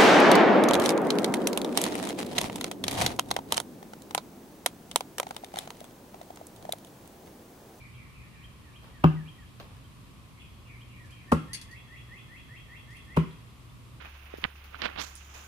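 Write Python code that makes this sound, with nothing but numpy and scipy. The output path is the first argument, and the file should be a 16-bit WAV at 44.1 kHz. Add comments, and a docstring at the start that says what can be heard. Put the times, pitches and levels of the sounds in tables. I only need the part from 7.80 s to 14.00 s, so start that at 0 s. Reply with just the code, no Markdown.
"""Knife throwing in a wooded backyard. Two songbirds whistle throughout over a faint distant hum.
At 1.2 s a knife crunches into a wooden board, stops and sets it ringing; fence and trees scatter the blow.
A twig snaps underfoot at 1.8 s. Spare knives clink in the hand around the second hit at 3.5 s,
as the near bird starts a trill. The third knife lands at 5.4 s; two single chirps follow."""
import sys
import numpy as np
from scipy import signal
from scipy.fft import irfft
from scipy.io import wavfile

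SR = 44100
rng = np.random.default_rng(int(sys.argv[2]) if len(sys.argv) > 2 else 0)


def wav_out(sig):
    """Save sig, one row per channel (or a flat mono array), as 16-bit PCM at SR to the path in sys.argv[1]."""
    wavfile.write(sys.argv[1], SR, np.round(np.clip(np.atleast_2d(sig).T, -1, 1) * 32767).astype(np.int16))


N = 273420
T = np.arange(int(.8 * SR)) / SR  # event time/s


def undb(db):
    """Decibels to gain."""
    return 10 ** (np.asarray(db) / 20)


def add(out, start_s, sound):
    """Mix sound into out at start_s."""
    start = int(round(start_s * SR))
    lo, hi = max(start, 0), min(start + sound.shape[-1], N)
    out[:, lo:hi] += sound[..., lo - start:hi - start]


def pan(db):
    """Stereo gains for an L-R level difference."""
    return undb(np.array([[db], [-db]]) / 2)


def from_right(x, lag_s):
    """Sound from the right reaches the left ear later."""
    t = np.arange(x.shape[1]) / SR
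    return np.array([np.interp(t - lag_s, t, x[0], left=0), x[1]])


def along(points, hz):
    """Interpolate (f/Hz, value) points over log frequency."""
    f, value = np.transpose(points)
    return np.interp(np.log(hz + 1), np.log(f), value)


def walk(rate_hz, size):
    """Random drift, spread near 1."""
    knots = rng.standard_normal(512)
    return 1.1 * np.interp(np.arange(size) / SR * rate_hz, np.arange(512), knots)


def fade(t60_s):
    """Exponential decay."""
    return undb(-60 * T / t60_s)


# diffuse field, bass alike in both ears: f/Hz, L-R correlation
EAR_CORRELATION = [(60, 1), (250, 0.3), (600, 1), (1200, 0), (2500, 0), (12000, 0.13)]


def noise(spectrum, size, correlation=None):
    """Coloured stereo noise, rms 1; diffuse by default."""
    hz = np.fft.rfftfreq(size, 1 / SR)
    alike = np.clip(along(EAR_CORRELATION, hz) if correlation is None else correlation, -1, 1)
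    mid, side = np.exp(2j * np.pi * rng.random((2, len(hz))))
    mid, side = mid * np.sqrt(1 + alike), side * np.sqrt(1 - alike)
    x = irfft(np.array([mid + side, mid - side]) * undb(along(spectrum, hz)), size)
    return x / x.std()


def echoes(x, spectrum, early_t60_s, late_t60_s, late_db, onset_s):
    """Scatter from near objects, then a thinner, longer tail from the trees."""
    onset = 1 - np.exp(-(T / onset_s) ** 2)
    envelope = onset * (fade(early_t60_s) + undb(late_db) * fade(late_t60_s))
    response = noise(spectrum, len(T)) * envelope / np.sqrt(np.sum(envelope ** 2))
    return signal.fftconvolve(x[None], response, axes=1)[:, :len(x)]


# town rumble and air: f/Hz, relative level/dB
AIR_SPECTRUM = [(15, -26), (25, -30.5), (50, -4), (90, -4), (125, -3.5), (160, -9), (250, -12.5),
                (450, -24.5), (800, -31), (1100, -19), (1550, -32), (2500, -26.5), (4000, -32),
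                (6000, -37.5), (9700, -36.5), (12300, -37.5), (15000, -49)]
# machine hum: f/Hz, rms level/dB
HUM_PARTIALS = [(60, -63.5), (120, -57)]


def town(air_db=-50.5, swell_db=.3, waver_db=3.5):
    """Far-off rumble and the wavering hum of a distant machine."""
    air = undb(air_db + swell_db * walk(3, N)) * noise(AIR_SPECTRUM, N)
    t = np.arange(N) / SR
    hum = 0
    for hz, db in HUM_PARTIALS:
        amplitude = np.sqrt(2) * undb(db + waver_db * walk(2.39, N))
        hum += amplitude * np.sin(2 * np.pi * hz * t + .96 * walk(3.3, N))
    return from_right(air + hum, lag_s=.0002206)


# leaves and twigs, overhead or underfoot: f/Hz, relative level/dB
LEAF_SPECTRUM = [(200, 2), (500, -1.5), (1100, -2), (2000, -10), (4000, -13), (8000, -31), (14000, -27)]


def leaves(level_db=-66):
    """Leaves stir overhead: a steady, centred rustle."""
    return undb(level_db) * noise(LEAF_SPECTRUM, N, correlation=1)


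# near bird, low drop then high flick: t/s, drop level/dB, flick level/dB
TWO_NOTE_CALLS = [(.02, -78, -58.5), (.515, -62, -53.5), (.835, -61.5, -52), (1.129, -58, -55),
                  (1.358, -55, -49.5), (2.89, -65, -54), (3.195, -57, -51)]
# single notes: t/s, syllable, level/dB, echo re direct/dB, waver/fraction of pitch
SINGLE_NOTES = [(1.577, "drop", -55.5, -7, .02), (2.02, "flick", -60, -12, 0.05),
                (2.571, "flick", -73.5, 27, .2), (5.48, "flick", -55.5, -1, 0.2),
                (5.87, "flick", -62, -5, 0.13)]
# far bird, mostly echo: t/s, period/s, note count, first level/dB, pitch factor
FAR_RUNS = [(-.10, .195, 4, -65, 1), (2.80, .245, 3, -66.5, 1)]


def song(near_waver=.015, far_waver=.0599, trill_start_s=3.474, trill_period_s=.2048, hurry_s=.00136):
    """Both birds' notes: t/s, syllable, pitch factor, level/dB, echo re direct/dB, waver."""
    for start_s, drop_db, flick_db in TWO_NOTE_CALLS:
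        yield start_s, "drop", 1, drop_db, .5, near_waver
        yield start_s + .1, "flick", 1, flick_db, .5, near_waver
    for start_s, syllable, db, echo_db, waver in SINGLE_NOTES:
        yield start_s, syllable, 1, db, echo_db, waver
    for k in range(10):  # trill, each gap shorter by hurry_s
        start_s = trill_start_s + k * trill_period_s - hurry_s * k * (k - 1) / 2
        yield start_s, "rise", 1, -51, 1.5, near_waver
    for start_s, period_s, count, db, tuning in FAR_RUNS:
        for k in range(count):  # each slur lower and softer
            yield start_s + k * period_s, "slur", tuning - k * .02, db - k * 2.5, 8.5, far_waver


# whistle contour per syllable: t/s, f/Hz, relative level/dB
CONTOURS = { "slur": [(0, 3150, -14), (.05, 2760, -2.5), (.09, 2420, 3), (.14, 2110, 3), (.19, 1950, -5.5)],
            "flick": [(0, 2236, -6), (.015, 2696, -10.5), (.03, 3270, 0), (.048, 3080, -9)],
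            "drop": [(0, 2010, -6.5), (.015, 1950, 0), (.04, 1810, -5), (.06, 1680, 3)],
            "rise": [(0, 1768, -11.5), (.025, 1825, -4.5), (.056, 2003, 4.5), (.076, 2217, -4.5),
            (.079, 2595, 1.5), (.092, 2914, -8), (.096, 3280, 4), (.118, 3440, -7.5), (.14, 3210, -20)], }
# tree echo: f/Hz, relative level/dB
TREE_SPECTRUM = [(1700, 1), (2000, -5), (2400, 4.5), (3400, -3.5)]


def birds(flutter_db=2.5, shade_db=-11, shade_hz=2400):
    """Gliding whistles from the trees, smeared by echoes off trunks and leaves."""
    direct, scattered = np.zeros((2, 2, N))
    t = T[:len(T) // 3]
    for start_s, syllable, tuning, direct_db, echo_db, waver in song():
        knots_s, hz, db = np.transpose(CONTOURS[syllable])
        pitch_hz = tuning * np.interp(t, knots_s, hz) * (1 + waver * walk(158.3, len(t)))
        gate = np.clip(np.minimum(t, knots_s[-1] - t) / .0029, 0, 1)
        whistle = gate * undb(np.interp(t, knots_s, db)) * np.sin(2 * np.pi * np.cumsum(pitch_hz) / SR)
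        # foliage shades the direct path at the top of the rising notes
        shade = (syllable == "rise") / (1 + np.exp((shade_hz - pitch_hz) / 150))
        foliage_db = shade_db * shade + flutter_db * walk(149, len(t))
        add(direct, start_s, undb(direct_db + foliage_db) * whistle * pan(-1.5))
        add(scattered, start_s, undb(direct_db + echo_db) * whistle)
    return direct + echoes(scattered[0], TREE_SPECTRUM,
                           early_t60_s=.3, late_t60_s=1.8, late_db=-7.5, onset_s=.0014)


# footfalls and twig snap: t/s, level/dB, rise/s, decay/s
CRACKLES = [(1.02, -51, 0.014, 0.089), (1.7993, -30, 0.0005, 0.0028), (1.803, -45, 0.0016, 0.04),
            (1.88, -47.5, 0.042, 0.062)]


def steps(grain_db=3):
    """Twigs and dry leaves crackle under the thrower's feet."""
    out = np.zeros((2, N))
    for start_s, db, rise_s, decay_s in CRACKLES:
        envelope = (1 - np.exp(-T / rise_s)) * np.exp(-T / decay_s)
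        grain = undb(db + grain_db * walk(390, len(T)))
        add(out, start_s, grain * envelope * noise(LEAF_SPECTRUM, len(T)))
    return out


# two steel blades: f/Hz, relative level/dB, t60/s, L-R/dB
BLADE_MODES = [(1680, -16, .1, -6), (2783, -13, .12, 0), (2945, -17, .16, -2), (3930, -22, .15, 5),
               (4371, -11, .2, 0), (4527, -6, .12, 6), (4622, -2, .085, 7), (5367, -14, .14, 3),
               (6255, -7, .11, 5), (6458, -12, .1, 0), (8403, -11, .12, -5), (8560, -14, .06, 0),
               (8710, -10, .11, -1), (10543, -4, .09, -9), (10620, -8, .06, -6), (10890, -8, .055, -3),
               (11270, -12, .08, -10), (11930, -15, .1, -8), (13660, -21, .09, 4)]
# blade contacts: t/s, ring level/dB, scrape level/dB, scrape decay/s, L-R/dB
CONTACTS = [(3.255, -66, -62, 0.027, 0), (3.307, -69, -60, 0.035, -2), (3.732, -34, -43, 0.039, -1.5),
            (3.745, -37.5, -40.5, 0.016, 5), (3.813, -51, -45.5, 0.024, 0), (3.912, -55, -63, 0.053, 5),
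            (5.104, -79, -61.5, 0.08, 0), (5.167, -62.5, -75, .04, -12), (5.248, -65, -72, .02, 0)]
# steel on steel: f/Hz, relative level/dB
SCRAPE_SPECTRUM = [(1200, -13), (1700, 2), (3000, 1.5), (4600, 4), (7000, -1), (9000, 1), (11500, -3),
                   (12700, -15), (15000, -27)]
# fence and tree echo of clinks and throws: f/Hz, relative level/dB
YARD_SPECTRUM = [(60, -7), (160, -3.5), (300, 0), (600, -8.5), (1100, -2.5), (1700, 8), (2600, 5.5),
                 (5000, 6.5), (12000, 0.5)]


def clinks(yard_db=-19, spread_db=2, attack_s=.00045):
    """Hand-damped blades knock and slide; each contact point favours other modes."""
    out = np.zeros((2, N))
    hz, db, t60_s, side_db = np.transpose(BLADE_MODES)
    modes = fade(t60_s[:, None]) * np.exp(2j * np.pi * hz[:, None] * T)
    ear_gains = undb(db + np.array([side_db, -side_db]) / 2)
    attack = np.minimum(T / attack_s, 1)
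    for start_s, ring_db, scrape_db, decay_s, pan_db in CONTACTS:
        weights = ear_gains * undb(spread_db * rng.uniform(-1.3, 1, len(hz)))
        phasors = np.exp(2j * np.pi * rng.random(ear_gains.shape))
        ring = undb(ring_db) * ((weights * phasors) @ modes).imag
        scrape = undb(scrape_db) * np.exp(-T / decay_s) * noise(SCRAPE_SPECTRUM, len(T))
        add(out, start_s, pan(pan_db) * attack * (ring + scrape))
    yard = echoes(out.mean(axis=0), YARD_SPECTRUM,
                  early_t60_s=.16, late_t60_s=.95, late_db=-3, onset_s=.0034)
    return out + undb(yard_db) * yard


# wooden target: f/Hz, t60/s, level/dB at each of three landing spots
BOARD_MODES = [(74, .113, -12, -13, -13), (156, .39, -13, -24, -18), (161, .18, -8, -26, -11),
               (220, .049, -26, -4, -13), (269, .022, 4, -1, -2), (327, .225, -28, -32, -36),
               (381, .125, -21, -28, -24), (459, .068, -35, -17, -25), (499, .044, -20, -16, -16),
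               (547, .099, -30, -23, -45), (603, .018, -7, -6, -8), (745, .014, -1, -10, -19),
               (954, .05, -26, -31, -24), (1079, .05, -15, -17, -26), (1165, .02, -7, -12, -21),
               (1360, .047, -32, -19, -34), (765, .06, -19, -34, -36)]


def board(spot, swell_cycles=1.3, sharp_fraction=.04, bend_s=.035):
    """Modes swell over their first cycles; low ones start sharp while the wood is bent hard."""
    bent_time = T + sharp_fraction * bend_s * (1 - np.exp(-T / bend_s))
    out = 0
    for k, (hz, t60_s, *spot_db) in enumerate(BOARD_MODES):
        envelope = (1 - np.exp(-T * hz / swell_cycles)) * fade(t60_s)
        clock = bent_time if hz < 200 else T
        polarity = -1 if k % 3 == 0 else 1  # some modes push air first, others pull
        out += polarity * undb(spot_db[spot]) * envelope * np.sin(2 * np.pi * hz * clock)
    return out


# knife hits: t/s, stopping time/s, thud, crunch and splinter level/dB, echo trim/dB, thud L-R/dB
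HITS = [(1.2358, 0.006, 0.5, -15, -58, 0, 2), (3.5180, 0.0041, 1.5, -17, -25.5, -1, 1),
        (5.3645, 0.0072, -1, -20.5, -36.5, 2.5, 2.5)]
# crushed wood: f/Hz, relative level/dB
CRUNCH_SPECTRUM = [(200, -17), (500, -4), (900, -3), (1300, -3), (1550, -19), (2700, -14), (3800, -30),
                   (8000, -40.5)]
# splinter hiss: f/Hz, relative level/dB
SPLINTER_SPECTRUM = [(1200, 21.5), (2500, -2), (4000, 5), (6000, -2), (9500, 3), (12000, 0), (15000, -31)]


def throws(crunch_decay_s=.0031, splinter_decay_s=.015, yard_db=-7):
    """Wood crunches ever louder as the point goes in; the sudden stop kicks the board."""
    out = np.zeros((2, N))
    for spot, (start_s, stop_s, thud_db, crunch_db, splinter_db, trim_db, pan_db) in enumerate(HITS):
        stuck_s = np.maximum(T - stop_s, 0)
        depth = np.minimum(T / stop_s, 1)
        thud = undb(thud_db) * np.interp(T - stop_s, T, board(spot), left=0)
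        crush = depth ** 2 * np.exp(-stuck_s / crunch_decay_s)
        crunch = undb(crunch_db) * crush * noise(CRUNCH_SPECTRUM, len(T), correlation=.47)
        hiss = undb(splinter_db) * np.exp(-stuck_s / splinter_decay_s) * noise(SPLINTER_SPECTRUM, len(T))
        hit = thud * pan(pan_db) + crunch + hiss
        yard = echoes(hit.mean(axis=0), YARD_SPECTRUM,
                      early_t60_s=.24, late_t60_s=.52, late_db=-1.5, onset_s=.0041)
        add(out, start_s, from_right(hit, lag_s=.00023) + undb(yard_db + trim_db) * yard)
    return out


def scene():
    """All sources, background first."""
    return town() + leaves() + birds() + steps() + clinks() + throws()


def record(dry):
    """Steep low-pass at 15.4 kHz."""
    return signal.sosfilt(signal.ellip(8, .2, 80, 15400, fs=SR, output="sos"), dry)


dry = scene()
out = record(dry)
wav_out(out)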